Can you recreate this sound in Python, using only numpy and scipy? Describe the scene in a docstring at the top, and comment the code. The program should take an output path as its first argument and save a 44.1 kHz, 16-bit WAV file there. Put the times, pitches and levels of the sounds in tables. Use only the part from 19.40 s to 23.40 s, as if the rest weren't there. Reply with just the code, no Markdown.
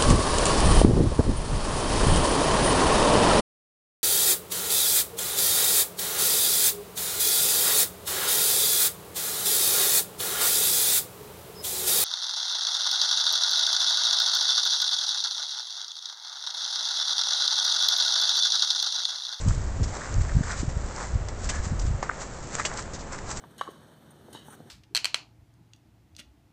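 """Footsteps on frosty grass

A puppy and a walker pass close to a hand-held microphone. Their feet load the frozen blades, which fail
by brittle fracture: a swell of fine crackle over a duller crunch of snow. The thin crust breaks, bits of
ice snap, packed snow creaks faintly, and twice something clinks. Turbulent wind buffets and thumps the
microphone for the first two and a half seconds, over a steady outdoor hiss."""
import sys
import numpy as np
from scipy import signal
from scipy.fft import rfft, irfft
from scipy.io import wavfile
from scipy.ndimage import uniform_filter1d

SR = 44100
rng = np.random.default_rng(int(sys.argv[2]) if len(sys.argv) > 2 else 0)


def log_audio(samples):
    """Write samples as a 16-bit WAV file to the path given in sys.argv[1]."""
    # one column per channel
    frames = np.atleast_2d(samples).T
    # limit to full scale, then quantise
    limited = np.clip(frames, -1, 1)
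    pcm = np.round(limited * 32767).astype(np.int16)
    wavfile.write(sys.argv[1], SR, pcm)


N = 176400
T = np.arange(N) / SR
FREQ = np.maximum(np.fft.rfftfreq(N, 1 / SR), 1)

# Spectra of open air, of cracking blades and of cracking crust: f/Hz, relative spectral level/dB
AIR_SPECTRUM = [(25, 4.5), (70, -5.5), (140, 1), (280, -6.5), (490, -6.5), (550, -4.5), (610, -7),
                (720, -9), (1200, -12), (1800, -16), (2600, -24), (3600, -28.5), (5200, -29), (7400, -23),
                (8200, -31.5), (9000, -54)]
BLADE_SPECTRUM = [(300, -23.5), (1500, -1.5), (3000, -5.5), (4500, -0.5), (6000, 2.5), (7500, 6.5),
                  (8300, -2), (9000, -34)]
CRUST_SPECTRUM = [(300, -11.5), (1500, -14.5), (3000, -0.5), (4500, 5), (6000, 8.5), (7500, 8.5), (8300, 0),
                  (9000, -38.5)]
# Faint crackle of grass between the steps: t/s, level/dB
RUSTLE_LEVELS = [(0, -47.5), (.4, -52), (.55, -48.5), (1, -49.5), (1.35, -51.5), (1.65, -46), (1.8, -57.5),
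                 (2.2, -50.5), (2.55, -56), (3.1, -49), (3.3, -44.5), (3.5, -56.5), (4, -56)]
# Rumble of wind on the microphone: t/s, level/dB
WIND_LEVELS = [(0, -35), (.05, -25), (.2, -28), (.35, -31.5), (.46, -26), (.54, -38), (.63, -50),
               (.69, -38), (.75, -26), (.92, -27), (1.1, -35.5), (1.4, -32.5), (1.56, -42), (1.8, -29.5),
               (1.92, -35.5), (2.2, -32), (2.54, -27.5), (2.68, -46), (4, -41.5)]
# Short buffets: centre t/s, Gaussian width/s, level/dB, upper edge f/Hz
WIND_BUFFETS = [(0.079, 0.038, -25, 121), (0.411, 0.012, -25.5, 265), (0.787, 0.026, -26, 90),
                (0.984, 0.012, -23.5, 130), (1.204, 0.0061, -25, 95), (1.448, 0.022, -29, 62),
                (2.069, 0.02, -28, 63.5), (2.189, 0.026, -26.5, 77), (2.326, 0.012, -25, 135),
                (2.467, 0.028, -24, 92.6)]
# Lone eddies: centre t/s, peak level before the high-pass/dB, f/Hz
EDDY_THUMPS = [(.064, -16, 109), (.082, -14.5, 94), (0.112, -14.5, 78), (.178, -17, 69.6),
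               (.423, -15.5, 70), (0.783, -15.5, 66.3), (.814, -12, 62.4), (0.953, -12.5, 72),
               (.969, -11.5, 84), (1.01, -14.5, 114), (1.233, -19, 175), (1.283, -18, 76), (1.37, -18, 78),
               (1.739, -20.5, 75.5), (1.757, -14, 62), (2.27, -19, 79), (2.323, -23, 130),
               (2.511, -19.5, 94), (2.551, -21, 71.6)]
# Sharp cracks of frozen blades: t/s, starting level/dB, decay time/s
BLADE_CRACKS = [(0.085, -29.5, 0.0035), (0.7414, -30, 0.0024), (1.120, -27.5, 0.0013), (1.443, -42, .0015),
                (1.5625, -32.5, .0015), (1.8857, -32, 0.0027), (2.044, -32.5, 0.0018),
                (2.3967, -30.5, 0.0026), (3.374, -29.5, 0.0016), (3.4247, -34.5, .0015),
                (3.7882, -35, 0.0017)]
# Snaps of ice and stalks: t/s, envelope peak/dB, f/Hz, ring time/s
ICE_SNAPS = [(.108, -24.5, 1290, 0.0003), (0.6176, -30.5, 1760, 0.00061), (0.658, -28.5, 1480, 0.00022),
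             (.809, -29, 1600, .00025), (.85, -25.5, 1300, 0.00019), (0.8938, -28.5, 1760, 0.00045),
             (0.9188, -30, 1430, 0.00036), (0.9845, -32, 1360, 0.00022), (1.036, -28.5, 1550, 0.00052),
             (1.106, -26.5, 1870, 0.00073), (1.886, -30, 1500, 0.00023), (1.8875, -33, 3500, .0002),
             (2.6284, -13.5, 770, 0.00034), (2.6932, -20, 1390, 0.00028), (2.6964, -11, 1394, 0.0004),
             (2.713, -32, 1650, 0.00034), (3.1525, -14.5, 7100, 0.00018), (3.153, -16, 1290, 0.0001),
             (3.198, -21, 1350, 0.00076), (3.217, -25, 1920, .0004), (3.2504, -17.5, 1790, 0.00019),
             (3.251, -29.5, 624, 0.0011), (3.2531, -22, 2740, 0.00041), (3.7882, -26.5, 1740, 0.00037)]
# Clinks at the two hardest breaks: t/s, level/dB
CLINK_STRIKES = [(2.096, -37.5), (3.2514, -29)]
# Tuning of each clink: factor on all mode frequencies
CLINK_TUNINGS = [1.05, 1.0]
# Modes of the clinking object: f/Hz before tuning, relative level/dB, 60 dB decay time/s
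RINGING_MODES = [(1950, -5, .14), (2260, -2, .05), (2470, -2, .06), (2800, -2, .06), (2940, -1, .09),
                 (3030, -1, .06), (3408, -1, .085), (3886, -7, .09), (4652, -2, .07), (6027, -3, .06),
                 (7480, 2, .08), (8030, -1, .07)]
# Creaks under a sole: centre t/s, Gaussian width/s, level/dB, f/Hz, glide/(Hz/s), bandwidth/Hz
SNOW_CREAKS = [(1.136, 0.017, -38, 1430, -2000, 119), (2.165, .035, -43.5, 1710, 504, 45),
               (3.333, 0.02, -50, 805, 3000, 40)]
# The crust gives way: onset t/s, hold/s, crackle level/dB, crunch level/dB, crunch f/Hz
CRUST_BREAKS = [(0.43, 0.013, -38, -45, 1510), (0.476, 0.02, -45.5, -52, 1500),
                (1.034, 0.0022, -38.5, -45, 1580), (1.288, .012, -46.5, -46.5, 1520),
                (1.889, 0.0019, -44, -44.5, 1500), (2.089, 0.01, -30, -33.5, 1410),
                (2.392, 0.003, -41, -55.5, 1480), (2.626, 0.0037, -37.5, -30.5, 746),
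                (3.25, 0.0093, -29, -31, 1550), (3.371, 0.0024, -37, -48, 1400),
                (3.533, 0.024, -41.5, -50, 1320), (3.589, 0.029, -47, -68, 1400),
                (3.78, .005, -45, -48, 1400)]
# Feet press the grass: peak t/s, rise/s, fall/s, crackle level/dB, crunch level/dB, crunch f/Hz
FOOT_TREADS = [(0.014, 0.024, 0.014, -42.5, -47, 1250), (0.088, 0.015, 0.044, -39.5, -44, 1100),
               (0.555, 0.026, 0.033, -43.5, -38.5, 800), (.66, 0.078, 0.089, -45.5, -40, 1290),
               (.815, 0.0074, 0.014, -44, -51.5, 1390), (.895, 0.029, 0.03, -50, -43, 1630),
               (1.117, 0.056, 0.029, -38, -34.5, 1410), (1.177, 0.011, 0.016, -42.5, -52, 1300),
               (1.21, 0.02, 0.011, -37, -44.5, 1290), (1.625, 0.083, 0.035, -42, -35, 980),
               (2.052, 0.031, 0.033, -40, -49, 1300), (2.155, 0.046, 0.042, -41.5, -37.5, 1380),
               (2.248, 0.012, 0.033, -39.5, -44.5, 1100), (2.418, 0.01, 0.012, -44, -61, 1400),
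               (2.47, 0.022, 0.024, -43, -47.5, 1390), (2.655, 0.009, 0.014, -49, -40, 1490),
               (2.713, 0.013, 0.027, -61, -37.5, 1330), (2.818, 0.021, 0.027, -38.5, -39.5, 1000),
               (3.149, 0.021, 0.029, -37, -39, 1340), (3.2, 0.0084, 0.011, -35, -27.5, 1620),
               (3.315, 0.055, 0.062, -53, -38, 1020), (3.389, 0.012, 0.018, -34.5, -38, 1290),
               (3.729, 0.0084, 0.024, -39, -35.5, 1240), (3.914, 0.027, 0.021, -35, -37.5, 1110),
               (3.969, 0.0089, 0.021, -37, -44, 1200)]

WIND_LOW_HZ, CRUNCH_TOP_HZ, CLUMP_HZ, CUTOFF_HZ = 21.1, 2204, 109, 8900


def from_db(db):
    """Amplitude ratio of a level in decibels."""
    return 10 ** (np.asarray(db) / 20)


def unit_rms(x):
    """Normalisation to a mean square of one."""
    return x / np.sqrt(np.mean(x ** 2) + 1e-20)


def envelope(points):
    """Gain over time, interpolated in decibels between (t/s, level/dB) points."""
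    return from_db(np.interp(T, *np.transpose(points)))


def colour(x, spectrum):
    """Spectral shaping by (f/Hz, level/dB) points on a logarithmic frequency axis; unit RMS."""
    hz, db = np.transpose(spectrum)
    gain = from_db(np.interp(np.log(FREQ), np.log(hz), db))
    return unit_rms(irfft(rfft(x) * gain, N))


def butter(x, hz, kind, order=2):
    """Butterworth filtering, maximally flat in the passband."""
    return signal.sosfilt(signal.butter(order, hz, kind, fs=SR, output="sos"), x)


def fractures(per_s, spread_db):
    """Tiny fractures as a Poisson process: independent impulses of random sign and size."""
    sizes = from_db(spread_db * np.minimum(rng.exponential(1, N), 4))
    return sizes * rng.choice([-1, 1], N) * (rng.random(N) < per_s / SR)


def clumps(depth_db):
    """Random amplitude modulation: blades give way in bunches, so their level flickers."""
    flicker = unit_rms(butter(rng.standard_normal(N), CLUMP_HZ, "low"))
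    return from_db(depth_db * np.clip(flicker, -2, 2))


def outdoors():
    """Ambient noise: a stationary hiss of air, with shot noise from grass and lone ticks of frost."""
    hiss = from_db(-39) * colour(rng.standard_normal(N), AIR_SPECTRUM)
    rustle = clumps(depth_db=1.8) * colour(fractures(per_s=1800, spread_db=2.5), BLADE_SPECTRUM)
    ticks = from_db(-16.5) * colour(fractures(per_s=45, spread_db=3), BLADE_SPECTRUM)
    return hiss + envelope(RUSTLE_LEVELS) * (rustle + ticks)


def turbulence(top_hz, size):
    """Turbulent pressure: slow swings modulate the finer eddies above them; about unit RMS."""
    rumble = butter(rng.standard_normal(size), top_hz, "low", order=4)
    rumble = butter(rumble, WIND_LOW_HZ, "high")
    power = uniform_filter1d(uniform_filter1d(rumble ** 2, size=900), size=900)
    swings = unit_rms(rumble / (np.abs(power) + 1e-12) ** .3)  # partly evened in strength
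    eddies = unit_rms(butter(rng.standard_normal(size), [top_hz, 2.44 * top_hz], "band"))
    return swings + from_db(-19) * eddies * np.abs(swings)


def wind():
    """Turbulent flow over the microphone gives a low rumble and short buffets of differing bandwidth."""
    out = envelope(WIND_LEVELS) * turbulence(top_hz=82.4, size=N)
    for t, width, db, top_hz in WIND_BUFFETS:
        near = np.arange(SR // 4) + int(np.clip(t * SR - SR // 8, 0, N - SR // 4))
        swell = np.exp(-.5 * ((T[near] - t) / width) ** 2)
        buffet = unit_rms(swell * turbulence(top_hz, size=len(near)))
        out[near] += from_db(db) * np.sqrt(np.mean(swell ** 2)) * buffet
    return out


def thumps():
    """An eddy hitting the microphone is a bipolar pulse: the pressure dips, flips upward and settles."""
    out = np.zeros(N)
    for t, db, hz in EDDY_THUMPS:
        passage = np.clip(2 * np.pi * hz * (T - t), -8, 8)
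        out += from_db(db) * passage * np.exp(.5 - .5 * passage ** 2)
    return butter(out, WIND_LOW_HZ, "high", order=1)


def blade_cracks():
    """Brittle fracture of a frozen blade: a sudden bright burst that decays within milliseconds."""
    out, age = np.zeros(N + SR), np.arange(SR // 20) / SR
    noise = colour(rng.standard_normal(N), CRUST_SPECTRUM)
    bursts = noise[:len(age) * len(BLADE_CRACKS)].reshape(len(BLADE_CRACKS), -1)
    for (t, db, decay_s), burst in zip(BLADE_CRACKS, bursts):
        fade = np.exp(-age / decay_s)
        crack = np.sqrt(np.mean(fade ** 2)) * unit_rms(fade * burst)
        out[int(t * SR) + np.arange(len(age))] += from_db(db) * crack
    return out[:N]


def snaps():
    """Damped oscillation: snapped ice or a stalk rings briefly and leaves a faint scattered tail."""
    out, age = np.zeros(N + SR), np.arange(SR // 2) / SR
    for t, db, hz, ring_s in ICE_SNAPS:
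        ring = (age / ring_s / 2) ** 2 * np.exp(2 - age / ring_s) * np.sin(2 * np.pi * hz * age)
        octave = [hz / np.sqrt(2), hz * np.sqrt(2)]
        scatter = unit_rms(butter(rng.standard_normal(len(age)), octave, "band"))
        tail = from_db(-33) * scatter * np.exp(-age / (52 * ring_s))
        out[int(t * SR) + np.arange(len(age))] += from_db(db) * (ring + tail)
    return out[:N]


def clinks(rise_s=0.0013):
    """Free vibration of something small and hard: a sum of high, quickly damped modes."""
    out = np.zeros(N)
    for (t, db), tuning in zip(CLINK_STRIKES, CLINK_TUNINGS):
        age = np.maximum(T - t, 0)
        attack = np.minimum(age / rise_s, 1)
        for hz, mode_db, t60 in RINGING_MODES:
            fade = from_db(db + mode_db - 60 * np.minimum(age / t60, 2))
            out += attack * fade * np.sin(2 * np.pi * (hz * tuning * age + rng.random()))
    return out


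def creaks():
    """Friction between snow grains drives one narrow resonance, which glides as the snow packs."""
    slips, out = fractures(per_s=1500, spread_db=1.5), np.zeros(N)
    for t, width, db, hz, glide, bandwidth in SNOW_CREAKS:
        lag = T - t
        carrier = np.exp(2j * np.pi * (hz + .5 * glide * lag) * lag)
        # Shifting down, low-passing and shifting back makes a gliding band-pass.
        ring = unit_rms(np.real(carrier * butter(slips / carrier, bandwidth / 2, "low")))
        out += from_db(db) * np.exp(-.5 * (lag / width) ** 2) * ring
    return out


def crunch(impulses, hz, q):
    """Snow underfoot muffles fractures: one broad resonance and a steep loss of treble; unit RMS."""
    body = signal.lfilter(*signal.iirpeak(hz, q, fs=SR), impulses)
    return unit_rms(butter(body, CRUNCH_TOP_HZ, "low", order=6))


def crust_breaks(rise_s=0.0015, fall_s=0.012):
    """Brittle failure: the crust cracks at once, crumbles densely for a moment and falls quiet."""
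    crackle = colour(fractures(per_s=12000, spread_db=2), CRUST_SPECTRUM)
    snow = fractures(per_s=6000, spread_db=1.5)
    out = np.zeros(N)
    for t, hold, crackle_db, crunch_db, hz in CRUST_BREAKS:
        collapse = np.clip((T - t) / rise_s, 0, 1) * np.exp(-np.maximum(T - t - hold, 0) / fall_s)
        out += collapse * (from_db(crackle_db) * crackle + from_db(crunch_db) * crunch(snow, hz, q=0.32))
    return out


def treads():
    """Acoustic emission under load: crackle of blades and crunch of snow swell and fade with each tread."""
    crackle = clumps(depth_db=1.0) * colour(fractures(per_s=2600, spread_db=0.5), BLADE_SPECTRUM)
    snow = fractures(per_s=800, spread_db=2.0)
    out = np.zeros(N)
    for t, rise, fall, crackle_db, crunch_db, hz in FOOT_TREADS:
        load = np.exp(-np.maximum((t - T) / rise, (T - t) / fall))
        out += load * (from_db(crackle_db) * crackle + from_db(crunch_db) * crunch(snow, hz, q=1.36))
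    return out


def scene():
    """Linear superposition of all sources at one microphone."""
    steps = treads() + creaks() + crust_breaks() + clinks() + snaps() + blade_cracks()
    return (steps + wind() + thumps() + outdoors())[None]


def record(dry):
    """Band limiting: an elliptic low-pass cuts the top treble steeply."""
    return signal.sosfilt(signal.ellip(10, .1, 75, CUTOFF_HZ, fs=SR, output="sos"), dry)


dry = scene()
out = record(dry)
log_audio(out)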